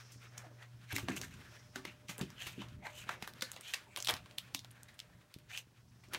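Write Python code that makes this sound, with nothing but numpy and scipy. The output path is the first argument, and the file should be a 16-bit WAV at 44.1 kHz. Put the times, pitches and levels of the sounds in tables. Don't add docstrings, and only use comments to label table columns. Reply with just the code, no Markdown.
import sys
import numpy as np
from scipy import signal
from scipy.fft import rfft, irfft, next_fast_len
from scipy.io import wavfile
from scipy.ndimage import uniform_filter1d, map_coordinates

SR = 44100
rng = np.random.default_rng(int(sys.argv[2]) if len(sys.argv) > 2 else 0)


def gain_from_db(level_db):
    decades = np.asarray(level_db, float) / 20
    return 10 ** decades


def to_wav(s):
    ch = np.atleast_2d(s).T
    pcm = np.round(np.clip(ch, -1, 1) * 32767)
    wavfile.write(sys.argv[1], SR, pcm.astype(np.int16))


N = 272538
SOFT_BUMP = 0.052


def unit(x):
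    return x / np.sqrt(np.mean(x ** 2) + 1e-20)


def along(points, hz):
    f, v = np.transpose(points)
    return np.interp(np.log(hz + 1), np.log(f + 1), v)


def curves(rows):
    s, *columns = np.transpose(rows)
    t = np.arange(N) / SR
    return [np.interp(t, s, column) for column in columns]


def wobble(rate):
    knots = rng.standard_normal(int(N * rate / SR) + 4)
    return map_coordinates(knots, [np.arange(N) * rate / SR])


def swell(peak_s, rise_s, fall_s, db):
    marks = np.arange(0, N + 32, 32)
    t = marks / SR - peak_s
    distance = np.where(t < 0, -t / max(rise_s, .002), t / max(fall_s, .002))
    gain = gain_from_db(db - 20 * distance ** 1.16)
    return np.interp(np.arange(N), marks, gain)


def filtered(x, response):
    m = next_fast_len(len(x) + 4096)
    return irfft(rfft(x, m) * response(np.fft.rfftfreq(m, 1 / SR)), m)[:len(x)]


def ring(hz, width_hz):
    return lambda f: 1j * f * width_hz / (hz * hz - f * f + 1j * f * width_hz + 1e-9)


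def add(track, s, sound):
    part = track[round(s * SR):][:len(sound)]
    part += sound[:len(part)]


def bump_rows():
    # start in seconds, peak in dB, note in Hz, 60 dB decay in seconds.
    flops = [(0.159, -51, 102, 0.035), (0.464, -61, 310, 0.13), (0.959, -48.5, 282, 0.17),
             (1.085, -37, 265, 0.055), (1.097, -35, 260.4, 0.15), (1.17, -50, 137, 0.13),
             (2.046, -55.5, 74, 0.044), (2.465, -44.5, 70, 0.039), (2.579, -43.5, 238, 0.077),
             (2.595, -47.5, 208, 0.16), (4.092, -42, 397, 0.046), (4.135, -41, 103, 0.054),
             (4.206, -62, 71, 0.042), (4.548, -47, 278, 0.056), (6.081, -52.5, 84, 0.058),
             (6.142, -52.5, 350, 0.1)]
    # start in seconds, peak in dB, note in Hz, 60 dB decay in seconds.
    knocks = [
        (.931, -36, 107, 0.1),
        (1.032, -39.5, 101, 0.1),
        (1.76, -49, 253, 0.27),
        (1.851, -47, 310, 0.043),
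        (2.212, -30.5, 189, 0.065),
        (2.226, -37, 169, 0.063),
        (3.221, -47.5, 101, 0.049),
        (3.424, -41.5, 530, 0.053),
        (5.363, -40, 138, 0.0091),
        (5.671, -51, 126, 0.016),
    ]
    return sorted([(*row, SOFT_BUMP) for row in flops] + [(*row, 0.22) for row in knocks])


def background():
    # time in seconds, level in dB.
    hum_levels = [(0, -59), (.85, -58), (1.0, -73), (1.35, -60), (2.4, -64.5), (3.25, -63.5), (3.4, -69),
                  (3.63, -68), (3.85, -82), (4.1, -60), (4.35, -73.5), (4.7, -64.5), (5.4, -73.5),
                  (5.9, -68), (6.18, -68)]
    # time in seconds, level in dB.
    fifth_levels = [(0, -84), (.6, -75), (1.2, -78.5), (1.6, -72.5), (2.0, -71), (2.4, -73), (2.9, -67),
                    (3.3, -72), (3.5, -75), (3.85, -76), (4.0, -69), (4.35, -73), (4.55, -90), (5.0, -74.5),
                    (5.4, -81.5), (5.6, -96), (5.9, -86), (6.18, -71)]
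    # fastest moment, rise and fall in seconds, rumble in dB.
    pans = [
        (3.05, 1.8, 1, -63),
        (4.65, 0.84, 1.0, -72.5),
    ]
    # frequency in Hz, level in dB per Hz.
    rumble_tone = [(12, -63), (20, -22), (61, -7), (91, -6), (113, -0.5), (145, -7), (174, -7),
                   (450, -28.5), (580, -65), (990, -120)]
    # frequency in Hz, level in dB per Hz.
    air_tone = [(180, -29), (300, 6), (537, -20), (593, -18), (645, 1), (1030, 3), (1560, -9), (4160, -4.5),
                (10400, -9.5), (14700, -13.5), (16000, -8.5)]
    hum_db, = curves(hum_levels)
    fifth_db, = curves(fifth_levels)
    sway_db = 2.5 * (np.arange(N) / SR > 0.85)
    shake = gain_from_db(-70 + 0.1 * (hum_db - hum_db.mean())) + sum(swell(*row) for row in pans)
    floor_t60_s = 1.42
    fade_db = -60 * np.arange(SR) / SR / floor_t60_s
    for s, db, hz, t60, hard in bump_rows():
        add(shake, s, 10 * t60 * gain_from_db(db - 27.5 + fade_db))
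    mains_hz = 120
    phase = 2 * np.pi * mains_hz * np.arange(N) / SR
    hum = gain_from_db(hum_db + 3 + (.7 + sway_db) * wobble(14)) * np.sin(phase + .2 * wobble(6))
    fifth = gain_from_db(fifth_db - 1.5 + 4.5 * wobble(20)) * np.sin(5 * phase + .3 * wobble(10))
    rumble = unit(filtered(rng.standard_normal(N), lambda f: gain_from_db(along(rumble_tone, f))))
    hiss = unit(filtered(rng.standard_normal(N), lambda f: gain_from_db(along(air_tone, f))))
    return hum + fifth + shake * gain_from_db(3 * wobble(9)) * rumble + gain_from_db(-75 + 1.4 * wobble(3.03)) * hiss


def room(x):
    # frequency in Hz, 60 dB decay in seconds.
    decay = [(300, 0.44), (2000, 0.12), (12000, 0.098)]
    hz, t, z = signal.stft(rng.standard_normal(SR // 2), SR, nperseg=256)
    tail = signal.istft(z * gain_from_db(-60 * t / along(decay, hz)[:, None]), SR, nperseg=256)[1]
    return signal.fftconvolve(np.pad(x, (200, 0)), tail / np.linalg.norm(tail))[:N]


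def walls(x):
    # delay in seconds, level in dB.
    echoes = [
        (.0011, -47),
        (.0029, -32),
        (.0052, -24),
    ]
    return filtered(x, lambda f: 1 + sum(gain_from_db(db) * np.exp(-2j * np.pi * f * s) for s, db in echoes))


def creases(spiky_db):
    return rng.standard_normal(N) * gain_from_db(spiky_db * wobble(900) + 2.03 * wobble(70))


def stir():
    # time in seconds, level in dB.
    busy = [(0.0, -64.5), (0.65, -71), (0.95, -68.5), (1.08, -58.5), (1.29, -62), (1.58, -64.5),
            (2.12, -72), (2.34, -65), (2.87, -71.5), (3.03, -62), (3.42, -64.5), (3.61, -68), (3.75, -64),
            (4.04, -62), (4.65, -70), (5.15, -72.5), (6.09, -75), (6.14, -47), (6.18, -57)]
    # centre in Hz, width in Hz, level in dB.
    bedding = [(1550, 740, 3.5), (2640, 346, 4.5), (3000, 900, -0.5)]
    # peak in seconds, fade in seconds, level in dB.
    brushes = [
        (0.0, 0.79, -64.5),
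        (1.58, 0.6, -68),
        (3.2, 0.46, -73),
        (6.1, 0.97, -76.5),
    ]
    rustle_db, = curves(busy)
    body_db = -68 + 0.84 * (rustle_db - rustle_db.mean())
    brushing = sum(swell(s, fade_s, fade_s, db) for s, fade_s, db in brushes)
    cloth = lambda f: sum((-1) ** k * gain_from_db(db) * ring(hz, w)(f) for k, (hz, w, db) in enumerate(bedding))
    rustle = gain_from_db(rustle_db - 1.0 + 4.2 * wobble(21.63)) * unit(filtered(creases(spiky_db=1.0), cloth))
    fur = unit(filtered(creases(spiky_db=0.0), lambda f: ring(5500, 1800)(f) ** 2))
    hiss = brushing * gain_from_db(-1.5 + 0.54 * wobble(14)) * fur
    patches_db = 3 * wobble(25)
    soft = unit(filtered(creases(spiky_db=2.5), lambda f: ring(330, 600)(f) ** 2))
    return rustle + hiss + gain_from_db(body_db - 6.0 + patches_db) * soft


def bumps(rows):
    out, t = np.zeros(N), np.arange(SR // 2) / SR
    for s, db, hz, t60, hard in rows:
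        shape = gain_from_db(-60 * t / max(t60, .02)) * (1 - np.exp(-t / 0.0017))
        panel_hz = rng.uniform([170, 240, 320], [240, 300, 400])
        panels = sum(np.sin(2 * np.pi * f * t) * rng.uniform(0.1, 1) for f in panel_hz)
        note = shape * (np.sin(2 * np.pi * hz * t) + 0.79 * panels)
        shove = (1 - t / .0007) * np.exp(-t / .0007) * (1 - np.exp(-t / .0004))
        add(out, s, gain_from_db(db + 3.0) * (note + hard * shove))
    return out


def more_flops():
    # start in seconds, peak in dB, note in Hz, 60 dB decay in seconds.
    pushes = [
        (.385, -57.5, 203, .08),
        (1.13, -46.5, 301, 0.14),
        (1.875, -52, 200, 0.086),
        (2.093, -47, 172, 0.12),
        (2.187, -43.5, 430, 0.038),
        (3.226, -43.5, 220, 0.032),
        (3.97, -56, 330, 0.078),
    ]
    return bumps([(*row, SOFT_BUMP) for row in pushes])


def whine():
    # time in seconds, pitch in Hz, level in dB.
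    cry = [
        (2.812, 780, -83),
        (2.825, 790, -48),
        (2.84, 835, -54),
        (2.866, 797, -39.5),
        (2.885, 754, -61),
        (2.905, 790, -60),
        (2.93, 790, -76),
    ]
    hz, db = curves(cry)
    phase = 2 * np.pi * np.cumsum(hz * (1 + .05 * wobble(400))) / SR
    throat = lambda f: ring(800, 220)(f) ** 2 - 0.19 * ring(2100, 900)(f) ** 2
    breath = unit(filtered(rng.standard_normal(N), throat))
    voice = .45 * np.sin(phase) + .8 * breath
    t = np.arange(N) / SR
    return gain_from_db(db - 4.0 + 3.8 * wobble(160)) * voice * (t > cry[0][0]) * (t < cry[-1][0])


def sizzle():
    # fastest moment, rise and fall in seconds, level in dB.
    skims = [
        (2.421, 0.067, .1, -73),
        (2.86, .03, .06, -71),
        (3.01, 0.099, 0.036, -59),
        (3.69, .08, .05, -69),
        (3.93, .1, .04, -74),
        (5.56, 0.055, .04, -63),
    ]
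    grain = unit(filtered(creases(spiky_db=2.5), lambda f: ring(7500, 2200)(f) ** 2))
    return sum(swell(*row) for row in skims) * grain


def scuffs():
    # fastest moment, rise and fall in seconds, level in dB, resonance in Hz.
    rubs = [(.26, 0.054, .05, -67, 1300), (.45, .04, .05, -61.5, 683), (.91, .015, 0.033, -49, 1700),
            (1.055, .03, 0.015, -58, 2800), (1.1, 0.012, 0.045, -48, 1700), (1.171, 0.0088, .02, -48, 2730),
            (1.24, .02, .05, -55, 1680), (1.33, .02, .03, -61, 2600), (1.46, 0.033, 0.044, -59.5, 1710),
            (1.57, 0.017, 0.018, -63, 1750), (1.605, .02, 0.028, -63, 2000), (1.88, .02, 0.049, -54, 2600),
            (2.42, 0.066, 0.038, -52, 3000), (2.6, 0.033, 0.065, -56, 3000), (2.85, .04, 0.076, -55, 2100),
            (2.97, .04, 0.037, -54.5, 2840), (3.02, .03, .05, -53.5, 2600), (3.12, 0.066, .06, -55, 2230),
            (3.45, .02, 0.053, -54, 4200), (3.575, .02, .03, -59, 2000), (3.675, 0.045, .07, -55, 3100),
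            (3.8, .03, .04, -62, 1500), (3.88, .04, .05, -62, 900), (3.93, .08, .05, -63, 2400),
            (4.094, 0.013, 0.024, -31.5, 3310), (4.19, .04, 0.069, -65, 2630),
            (4.4, 0.025, 0.044, -63, 3200), (4.46, .03, 0.068, -66, 2490), (4.55, .003, .012, -44, 2200),
            (4.57, .015, .05, -54, 3580), (4.77, .05, .08, -64.5, 1600), (4.89, .02, 0.027, -62, 1890),
            (4.93, .02, .02, -72, 1900), (5.15, .08, 0.072, -72, 1800), (6.045, 0.016, .03, -70, 2180),
            (6.125, .015, .015, -49.5, 1390)]
    out, grain, reach = np.zeros(N), creases(spiky_db=4), SR // 5
    for s, rise_s, fall_s, db, hz in rubs:
        near = slice(max(round(s * SR) - reach, 0), round(s * SR) + reach)
        song = unit(filtered(grain[near], lambda f: ring(hz, hz / 4.5)(f) ** 2))
        out[near] += swell(s, rise_s, fall_s, db)[near] * song
    return out


def crinkle(lo_hz, hi_hz, spiky_db):
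    # frequency in Hz, level in dB per Hz.
    sheet_tone = [(210, -33), (350, -5), (1100, -9.5), (1600, -1.5), (2800, -1.5), (4000, -4.5),
                  (5000, -10), (6300, -1.5), (10400, -12), (14500, -11), (16000, -22)]
    edges = lambda f: np.sqrt((1 + (lo_hz / (f + 1)) ** 8) * (1 + (f / hi_hz) ** 8))
    return unit(filtered(creases(spiky_db), lambda f: gain_from_db(along(sheet_tone, f)) / edges(f)))


def pocket(x, centre_hz, width_hz, lift):
    f, t, z = signal.stft(x, SR, nperseg=512)
    centre = np.interp(t * SR, np.arange(N), centre_hz)
    ridges = uniform_filter1d(rng.standard_normal(z.shape), size=2, axis=0)
    ridges = unit(uniform_filter1d(ridges, size=8, axis=1))
    gain = (1 + lift / (1 + ((f[:, None] - centre) / width_hz) ** 2)) * gain_from_db(3.2 * ridges)
    return unit(signal.istft(z * gain, SR, nperseg=512)[1][:N])


def drag():
    # fastest moment, rise and fall in seconds, level in dB, air pocket in Hz.
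    kneads = [
        (.45, 0.1, 0.084, -72.5, 1810),
        (2.22, 0.058, 0.02, -60, 2300),
        (2.6, 0.023, 0.2, -76, 2650),
    ]
    skids = [
        (.965, 0.035, 0.076, -45.5, 2360),
        (1.168, 0.014, 0.055, -48, 2570),
        (1.225, 0.0064, 0.08, -52.5, 1650),
        (2.095, 0.014, 0.064, -48.5, 2520),
        (2.49, 0.05, 0.07, -63.5, 2850),
        (2.99, 0.1, 0.066, -55.5, 2880),
        (3.7, 0.082, 0.053, -57, 3100),
        (5.58, 0.044, 0.039, -48.5, 2860),
        (2.42, 0.029, 0.19, -56, 2950),
        (2.845, 0.011, 0.072, -77, 2260),
    ]
    slides = [
        (.256, 0.057, 0.035, -58, 2200),
        (.924, 0.034, 0.012, -41.5, 2280),
        (1.12, .012, 0.058, -47.5, 2250),
        (1.309, 0.0039, 0.034, -58, 1770),
        (1.875, 0.049, 0.067, -53.5, 2500),
        (2.402, 0.028, 0.1, -50.5, 2980),
        (2.608, 0.023, 0.047, -56, 3070),
        (3.655, 0.04, 0.13, -53.5, 3030),
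        (5.5, 0.017, 0.054, -53, 1740),
        (5.545, 0.048, 0.02, -48.5, 2920),
    ]
    shoves = [
        (.39, 0.085, 0.044, -59, 1850),
        (.626, 0.075, 0.071, -60.5, 1880),
        (2.86, 0.03, .05, -50.5, 1900),
        (3.11, 0.042, 0.071, -47, 1900),
        (4.1, 0.0039, 0.013, -35.5, 1900),
        (4.136, .03, 0.044, -49, 2070),
        (4.78, 0.22, 0.83, -70, 1800),
        (6.155, 0.025, 0.023, -48, 2370),
    ]
    # strokes, bright fizz in dB, low body in dB.
    kinds = [(kneads, -12, 10.5), (skids, -0.015, -11), (slides, -12, -15), (shoves, -12, -0.6)]
    hz, = curves(sorted((row[0], row[-1]) for rows, *_ in kinds for row in rows))
    speed = np.array([sum(swell(*row[:-1]) for row in rows) for rows, *_ in kinds])
    fizz_db, body_db = np.transpose([kind[1:] for kind in kinds])
    sheet = pocket(crinkle(1500, 5000, spiky_db=3.5), hz, width_hz=380, lift=2)
    fizz = crinkle(2800, 24000, spiky_db=2.5)
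    body = crinkle(547, 1350, spiky_db=1.5)
    return speed.sum(axis=0) * sheet + gain_from_db(fizz_db) @ speed * fizz + gain_from_db(body_db) @ speed * body


def contacts(rows, crack_s, rise_s, spike, sharp, after_s, trim_db):
    lead_s = .008
    thin_hz = 633
    bounce_cycles, bounce_gain = 5.5, 0.22
    out, t = np.zeros(N), np.arange(SR // 4) / SR - lead_s
    since = np.maximum(t, 0)
    for s, db, hz, low_db, after_db, bright_db in rows:
        noise = rng.standard_normal((2, len(t)))
        crack = noise[0] * gain_from_db(-60 * since / crack_s) * (1 - np.exp(-since / rise_s))
        crack[round(lead_s * SR) + 2] = spike
        tighten = np.exp(np.minimum(t - .002, 0) / 0.0042)
        after = noise[1] * gain_from_db(after_db - 15.0 - 60 * since / after_s) * tighten

        def colour(f):
            thin = (1j * f / (1j * f + thin_hz)) ** 4
            sheet = (ring(hz, hz / sharp)(f) + 0.32 * ring(3500, 4500)(f) ** 2) * thin
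            weight = gain_from_db(low_db + 13) * ring(950, 1200)(f) ** 2
            bright = gain_from_db(bright_db - 12.0) * ring(10500, 9000)(f)
            bounce = 1 + bounce_gain * np.exp(-2j * np.pi * bounce_cycles * f / hz)
            return (sheet - weight + bright) * bounce

        main = np.abs(filtered(crack, ring(2300, 5470))).max()
        add(out, s - lead_s, gain_from_db(db + trim_db) / main * filtered(crack + after, colour))
    return out


def snaps():
    # start in seconds, peak in dB, ring in Hz, slip after it in dB.
    folds = [(0.381, -29, 6200, -10), (0.627, -40, 3000, 5), (0.6317, -45, 3000, 0),
             (0.925, -27, 2540, -10), (.929, -29, 10900, -10), (0.9553, -28, 6800, -10),
             (0.9637, -19.5, 5860, -15), (1.095, -33, 6500, -5), (1.1035, -33.5, 7200, -10),
             (1.1644, -29.5, 6900, -3), (1.2185, -33, 4500, -10), (1.7589, -29, 6040, -15),
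             (1.8535, -28, 2300, -12), (2.193, -34, 6960, -5), (2.218, -35, 7960, -9),
             (2.6844, -47, 2900, -5), (3.0912, -25, 3000, -21), (3.4253, -23.5, 5530, -12),
             (3.562, -39, 6500, -8), (3.574, -45, 7000, -10), (3.7075, -35, 5000, -5),
             (3.7374, -18, 3400, -22), (3.9735, -25, 9000, -10), (3.9884, -34, 7000, -11),
             (4.0586, -30, 8000, -5), (4.0712, -16.5, 3440, -22), (4.082, -31, 8000, -15),
             (4.088, -24, 3180, -22), (4.1086, -19.5, 8900, -15), (4.3117, -47, 2750, -8),
             (4.3815, -28, 2930, -25), (4.5515, -25, 2700, -4), (4.7124, -40.5, 9000, -5),
             (4.9423, -47, 8350, 3), (4.983, -52, 7000, -5), (6.086, -47, 5000, 5),
             (6.1406, -28, 9100, -15), (6.1475, -46, 6000, -15)]
    rows = [(s, db, hz, -60, after_db, -15) for s, db, hz, after_db in folds]
    return contacts(rows, crack_s=.003, rise_s=.00005, spike=2.4, sharp=5.4, after_s=.06, trim_db=2.5)


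def pats():
    # start in seconds, peak in dB, ring in Hz, weight behind it in dB, slip after it in dB.
    paws = [(0.1206, -44, 5800, -46, 7.5), (0.378, -36, 6000, -17, 1.5), (0.909, -36, 1760, -40, -11),
            (0.9236, -35.5, 2360, -5.5, 3), (1.0847, -27.5, 1950, -4, 2), (1.1669, -37.5, 2740, -3, -30),
            (1.758, -27.5, 1640, -17.5, 5), (1.8516, -28, 2310, -10.5, -3),
            (2.0928, -40.5, 2300, -8.5, 11.5), (2.212, -26, 2790, -31, 0), (2.396, -61, 2950, -28, 14),
            (2.618, -42.5, 3260, 0, 4), (2.8677, -38.5, 1750, 4.5, -4), (3.092, -27, 1510, -2.5, -31),
            (3.2241, -27, 2310, -17, -2), (3.4219, -13.5, 1633, -65, -2.5), (3.7373, -19, 2080, -23, 1),
            (3.742, -17.5, 2530, -26, -16), (4.885, -42.5, 1950, -26, 6.5), (6.037, -48.5, 2220, -17, 10.5)]
    rows = [(*row, -43) for row in paws]
    return contacts(rows, crack_s=0.017, rise_s=0.00032, spike=2.9, sharp=2.6, after_s=0.2, trim_db=2.0)


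def ticks():
    # start in seconds, peak in dB, ring in Hz, weight behind it in dB, slip after it in dB.
    tips = [(0.9644, -15, 2150, -27, -24), (0.9837, -22.5, 2150, -13.5, 4),
            (2.1812, -31.5, 8500, -16, -0.5), (2.4694, -29.5, 2500, -18.5, 12),
            (3.276, -25.5, 1640, -16.5, 2), (3.3366, -33, 1750, -33, -16), (3.532, -43, 3820, -11, 11.5),
            (3.61, -33, 7900, -32, -3.5), (3.9622, -21, 3280, -18.5, -6), (3.973, -28, 3000, -13, 9.5),
            (4.0474, -19.5, 3540, -43, -1), (4.0912, -14, 3200, -15.5, -7), (4.098, -12, 1800, -14.5, -7),
            (4.1071, -29, 3380, -2.5, 7.5), (4.1394, -18.5, 3280, -25, -3.5), (4.384, -18, 3310, -32, -6.5),
            (4.5477, -13.5, 5150, -25, -6), (4.6467, -37, 3800, -9.5, -21), (4.708, -45, 3150, -43, 0),
            (4.8326, -35, 7000, -29, -17), (5.3412, -33, 3300, -35, -5), (5.387, -43.5, 2800, -35, 3),
            (5.5756, -21, 2800, -49, -8), (6.1354, -22, 2640, -24, -1)]
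    # start in seconds, peak in dB, ring in Hz, weight behind it in dB, slip after it in dB.
    sides = [(1.2151, -22.5, 5140, -17, -6.5), (1.245, -42, 6500, -40, -15), (1.3095, -53, 1690, -18, -1),
             (1.34, -42, 6500, -40, 1), (2.085, -33.5, 2950, -26, 4), (3.0959, -32, 1510, 0, -9),
             (2.3035, -37, 5400, -12, -2), (2.686, -42, 2770, -13, 4), (3.4099, -28, 3840, -32, -4),
             (3.517, -24.5, 7300, -23, -7), (3.5644, -33, 3080, -8.5, 4.5), (4.003, -25.5, 5800, -21, -0.5),
             (4.0252, -23, 5830, -40, -9), (4.0566, -29, 3870, -35, -8), (4.074, -16.5, 3900, -20, -7),
             (4.0865, -14.5, 3430, -15, 2), (4.1666, -34.5, 3360, -8, 2), (4.2595, -43.5, 3070, 2.5, -4),
             (4.311, -38.5, 2860, -13, 2), (4.5923, -29, 4040, -49, -4), (4.992, -26.5, 2440, -31, -1),
             (5.0016, -25, 3860, -43, -16), (6.1405, -24, 2280, -32, -15), (6.1474, -16.5, 2440, -22, -6)]
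    claws = sorted([(*row, -4) for row in tips] + [(*row, -46) for row in sides])
    return contacts(claws, crack_s=.0052, rise_s=.00005, spike=4.5, sharp=3.46, after_s=0.14, trim_db=3.5)


def scene():
    pups = walls(ticks() + pats() + drag()) + bumps(bump_rows()) + whine()
    around = gain_from_db(-15.5) * room(pups) + stir() + background()
    return (pups + around + snaps() + more_flops() + sizzle() + scuffs())[None]


def low_pass(x):
    return signal.sosfilt(signal.butter(12, 16840, fs=SR, output="sos"), x)


def record(dry):
    low_cut_hz, shelf_hz, top_hz = 45, 15800, 16800

    def band(f):
        treble = np.where(f < shelf_hz, 1, gain_from_db(-21)) * (f < top_hz)
        return treble / np.sqrt(1 + (low_cut_hz / (f + 1)) ** 4)

    return low_pass(filtered(dry[0], band)[None])


dry = scene()
out = record(dry)
to_wav(out)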